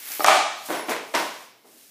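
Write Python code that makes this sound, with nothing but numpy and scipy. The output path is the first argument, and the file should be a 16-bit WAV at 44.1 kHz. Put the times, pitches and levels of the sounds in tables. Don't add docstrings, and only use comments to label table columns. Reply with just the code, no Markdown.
import sys
import numpy as np
from scipy import signal
from scipy.fft import rfft, irfft
from scipy.io import wavfile

SR = 44100
rng = np.random.default_rng(int(sys.argv[2]) if len(sys.argv) > 2 else 0)


def unload_wav(signal):
    wavfile.write(
        sys.argv[1],
        SR,
        np.round(np.clip(np.atleast_2d(signal).T, -1, 1) * 32767).astype(np.int16),
    )


def gain_from_db(level_db):
    decades = np.asarray(level_db, float) / 20
    return 10 ** decades


N = 83790

# start_s, direct_db, early_echo_db, room_db, tilt_db_per_octave, knock_hz
STICK_BLOWS = [(.104, -43, -35.5, -44, -9.5, 330), (.196, -17.5, -21, -21, -11.5, 500),
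               (.206, -12.5, -16.5, -23, -2.5, 724), (.219, -32, -21, -20, -4, 500),
               (.245, -5, -0.5, 1.5, 0, 636), (.263, -13, -3, 7.5, 5, 2260), (.282, -9, 1, 5, -0.5, 910),
               (.33, -26, -7, 1.5, 4.5, 3630)]
# start_s, direct_db, early_echo_db, room_db, tilt_db_per_octave, knock_hz
PUCK_BLOWS = [(.688, -24, -15, -12, -4.5, 330), (.705, -14, -13.5, -10, -3, 730),
              (.722, -41, -10, -13, 0, 1000), (.745, -39, -12, -12, 0.5, 910),
              (.795, -18, -20, -24, -3, 330), (.885, -20, -8.5, -9.5, -3, 450),
              (.895, -12, -12, -16, 2.5, 5400), (.908, -42, -3.5, -8.5, 0.5, 2300),
              (.965, -15, -16, -21, -0.5, 540), (1.139, -23, -2, -2, -0.5, 1060),
              (1.150, -5, 0.5, -3.5, 1, 5400), (1.200, -12, -10.5, -11, -0.5, 960),
              (1.643, -61, -40, -40.5, -5.5, 383), (1.69, -50, -46, -47.5, -3.5, 350),
              (1.73, -51.5, -48, -46.5, -3, 340)]
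# pitch_hz, relative_level_db
BLADE_COLOUR = [(59, -81), (100, -40), (343, -9.5), (513, -13), (608, 2), (780, 3), (991, -5.5), (1230, 6),
                (1450, -9.5), (1620, -7.5), (2300, -9.5), (4000, -17.5), (7940, -26), (15500, -40.5)]
# pitch_hz, relative_level_db
BOARD_COLOUR = [(59, -80), (100, -36.5), (295, -7.5), (600, -5.5), (1030, -4.5), (1200, -7.5), (2080, -9),
                (2750, -12.5), (3470, -14.5), (4670, -19), (9000, -25.5), (15500, -37)]
# pitch_hz, width_hz, rise_above_colour_db
BLADE_RINGS = [(436, 13, 4.5), (762, 30, 3), (840, 18, 4.5), (999, 9.5, 6.5), (1477, 40, 9.5),
               (1835, 30, 4.5), (2314, 46, 6), (3280, 60, 4)]
# pitch_hz, width_hz, rise_above_colour_db
BOARD_RINGS = [(330, 21, 1.7), (425, 12, 1.6), (640, 53, 3.6), (960, 20, 3), (1050, 23, 4.6),
               (1510, 46, 4.4), (2130, 68, 3.4), (5400, 220, 2.4)]
# pitch_hz, time_to_fall_60_db_s
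GARAGE_DECAY = [(120, 1), (250, 0.42), (530, .65), (1400, 0.63), (3700, 0.79), (7000, 0.77), (11000, 0.42),
                (15000, 0.19)]
# time_s, level_db
DRAG_LEVEL = [(0, -39), (.08, -34), (.118, -29.5), (.17, -31), (.21, -32.5), (.24, -27)]
# pitch_hz, relative_level_db
DRAG_SPECTRUM = [(150, -53), (280, -9), (600, -13.5), (900, -7.5), (1400, -5), (2250, 0.5), (3000, -3.5),
                 (5000, -4), (9500, -5), (11000, 0), (15500, 0.5)]
# time_s, level_db
SKID_LEVEL = [(.9, -32.5), (1.0, -54), (1.12, -51.5), (1.2, -37.5), (1.32, -49), (1.43, -51.5),
              (1.52, -63.5)]
# pitch_hz, relative_level_db
SKID_SPECTRUM = [(600, -51), (2000, -23), (6000, 1), (11000, 2), (15500, -1)]
# start_s, peak_level_db
TICK_TIMES = [(0.119, -15), (.2452, -5), (.2628, -3.5), (.2745, -11), (.535, -30), (1.136, -38)]
# pitch_hz, relative_level_db
TICK_SPECTRUM = [(500, -44.5), (2500, -4), (6000, 12), (11000, -2.5), (15500, -9)]
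# start_s, length_s, pitch_hz, resonator_pole_width_hz, level_db
SQUEAK_TIMES = [(.195, .024, 4500, 150, -41), (.217, .009, 5350, 300, -39), (.74, .14, 5450, 180, -54),
                (.755, .105, 10150, 250, -47)]
# time_s, level_db
SHUFFLE_LEVELS = [
    [(.5, -60), (.6, -50), (.63, -47.5), (.66, -38), (.72, -37), (.8, -43.5), (.85, -52), (.89, -42)],
    [(1.62, -78), (1.664, -57.5), (1.732, -53.5), (1.8, -51), (1.9, -52.5)],
]
# pitch_hz, relative_level_db
SHUFFLE_SPECTRUM = [(350, -40), (700, -28.5), (1500, -13), (4700, -10), (8000, -9.5), (11200, -9),
                    (15500, -11.5)]
# time_to_fall_20_db_s, pitch_hz, starting_level_db
SHUDDER = (.1, 38, -60)
# pitch_hz, level_db
MAINS_HUM = [(120, -79), (240, -72)]
# pitch_hz, relative_level_db
HISS_SPECTRUM = [(18, -51.5), (40, -45), (109, -18.5), (250, -2), (426, -4), (684, -7.5), (1040, -19),
                 (1540, -20.5), (6000, -22), (12000, -18), (15500, -15.5)]


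def evened(x):
    return x / np.sqrt(np.mean(x ** 2) + 1e-20)


def read(points, hz):
    pitch, value = np.transpose(points)
    return np.interp(np.log(hz + 1), np.log(pitch + 1), value)


def add(mix, start_s, sound):
    part = mix[round(start_s * SR):][:len(sound)]
    part += sound[:len(part)]


def colour(x, points):
    gain = gain_from_db(read(points, np.fft.rfftfreq(len(x), 1 / SR)))
    return evened(irfft(rfft(x) * gain, len(x)))


def narrow(count, hz, pole_width_hz):
    settle = SR // 5
    r = np.exp(-np.pi * pole_width_hz / SR)
    noise = rng.standard_normal(count + settle) + 1j * rng.standard_normal(count + settle)
    slow = signal.lfilter([1], [1, -2 * r, r * r], noise)[-count:]
    carrier = np.exp(2j * np.pi * hz * np.arange(count) / SR)
    return evened((slow * carrier).real)


def causal(db):
    log = np.log(gain_from_db(np.maximum(db, -100)))
    full = np.concatenate([log, log[-2:0:-1]])
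    phase = -signal.hilbert(full).imag[:len(log)]
    return irfft(np.exp(log + 1j * phase))[:len(log)]


def hits(blows, body, modes, early_s, rise_s):
    knock_db, knock_octaves = 4, 0.22
    tilt_hz, tilt_low_hz = 800, 310
    out, hz, t = np.zeros(N), np.fft.rfftfreq(4096, 1 / SR), np.arange(SR // 8) / SR
    shape = read(body, hz)
    shape = shape + sum(db / (1 + (2 * (hz - f) / width) ** 2) for f, width, db in modes)
    octaves = np.log2(np.maximum(hz, tilt_low_hz) / tilt_hz)
    for start_s, direct_db, early_db, room_db, tilt, knock_hz in blows:
        knock = knock_db * np.exp(-(np.log2((hz + 1) / knock_hz) / knock_octaves) ** 2)
        blow = causal(shape + knock + tilt * octaves)
        blow /= abs(blow).max()
        echoes = rng.choice([-1., 1.], len(t)) * (rng.random(len(t)) < 0.06)
        echoes = echoes * np.exp(-t / early_s) * (1 - np.exp(-t / rise_s))
        path = gain_from_db(room_db) * garage()
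        path[:len(t)] += gain_from_db(early_db) * echoes / np.linalg.norm(echoes)
        path[0] += gain_from_db(direct_db)
        add(out, start_s, signal.fftconvolve(blow, path))
    return out


def stick_blows():
    return hits(STICK_BLOWS, BLADE_COLOUR, BLADE_RINGS, early_s=0.0062, rise_s=0.00066)


def puck_blows():
    return hits(PUCK_BLOWS, BOARD_COLOUR, BOARD_RINGS, early_s=0.028, rise_s=0.0014)


def garage():
    build_s, first_echo_s = 0.01, 0.0013
    slots = np.arange(0, SR - 12, 12)
    at = slots + rng.integers(0, 12, len(slots))
    taps = np.zeros(SR)
    taps[at] = rng.choice([-1., 1.], len(at))
    hz, t, bands = signal.stft(taps, SR, nperseg=256)
    decay = gain_from_db(-60 * t / read(GARAGE_DECAY, hz)[:, None])
    tail = signal.istft(bands * decay, SR, nperseg=256)[1][:SR]
    since_first = np.maximum(np.arange(SR) / SR - first_echo_s, 0)
    tail = tail * (1 - np.exp(-since_first / build_s))
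    return tail / np.linalg.norm(tail)


def stroke(curve, points):
    grit_db, grit_per_s, end_s = 1.2, 16000, 0.011
    size = gain_from_db(grit_db * rng.exponential(1, N))
    grit = size * rng.standard_normal(N) * (rng.random(N) < grit_per_s / SR)
    s, db = np.transpose(curve)
    t = np.arange(N) / SR
    ends = np.clip(np.minimum(t - s[0], s[-1] - t) / end_s + 1, 0, 1)
    return colour(grit, points) * gain_from_db(np.interp(t, s, db)) * ends


def drag():
    return stroke(DRAG_LEVEL, DRAG_SPECTRUM)


def skid():
    return stroke(SKID_LEVEL, SKID_SPECTRUM)


def ticks():
    out = np.zeros(N)
    tick = causal(read(TICK_SPECTRUM, np.fft.rfftfreq(1024, 1 / SR)))
    for start_s, db in TICK_TIMES:
        add(out, start_s, gain_from_db(db) * tick / abs(tick).max())
    return out


def squeaks():
    out = np.zeros(N)
    for start_s, length_s, hz, width, db in SQUEAK_TIMES:
        count = round(length_s * SR)
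        whistle = narrow(SR // 4, hz, width)[:count]
        add(out, start_s, gain_from_db(db) * whistle * signal.windows.tukey(count, 0.4))
    return out


def shuffle():
    return sum(stroke(curve, SHUFFLE_SPECTRUM) for curve in SHUFFLE_LEVELS)


def shudder():
    out = np.zeros(N)
    fall_s, hz, db = SHUDDER
    t = np.arange(SR // 2) / SR
    rise = np.minimum(t * 100, 1)
    add(out, 0.24, gain_from_db(db - 20 * t / fall_s) * narrow(len(t), hz, 2 * hz) * rise)
    return out


def hum():
    return sum(gain_from_db(db) * narrow(N, hz, 3.7) for hz, db in MAINS_HUM)


def hiss():
    return gain_from_db(-60.5) * colour(rng.standard_normal(N), HISS_SPECTRUM)


def scene():
    action = stick_blows() + puck_blows()
    action += drag() + skid() + ticks() + squeaks() + shuffle()
    background = shudder() + hum() + hiss()
    return (action + background)[None]


def top_cut(x):
    return signal.sosfilt(signal.butter(12, 16590, fs=SR, output="sos"), x)


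def record(dry):
    low_pass = signal.firwin(401, 15330, window=("kaiser", 8), fs=SR)
    limited = signal.oaconvolve(dry, low_pass[None], "same")
    return top_cut(limited)


dry = scene()
out = record(dry)
unload_wav(out)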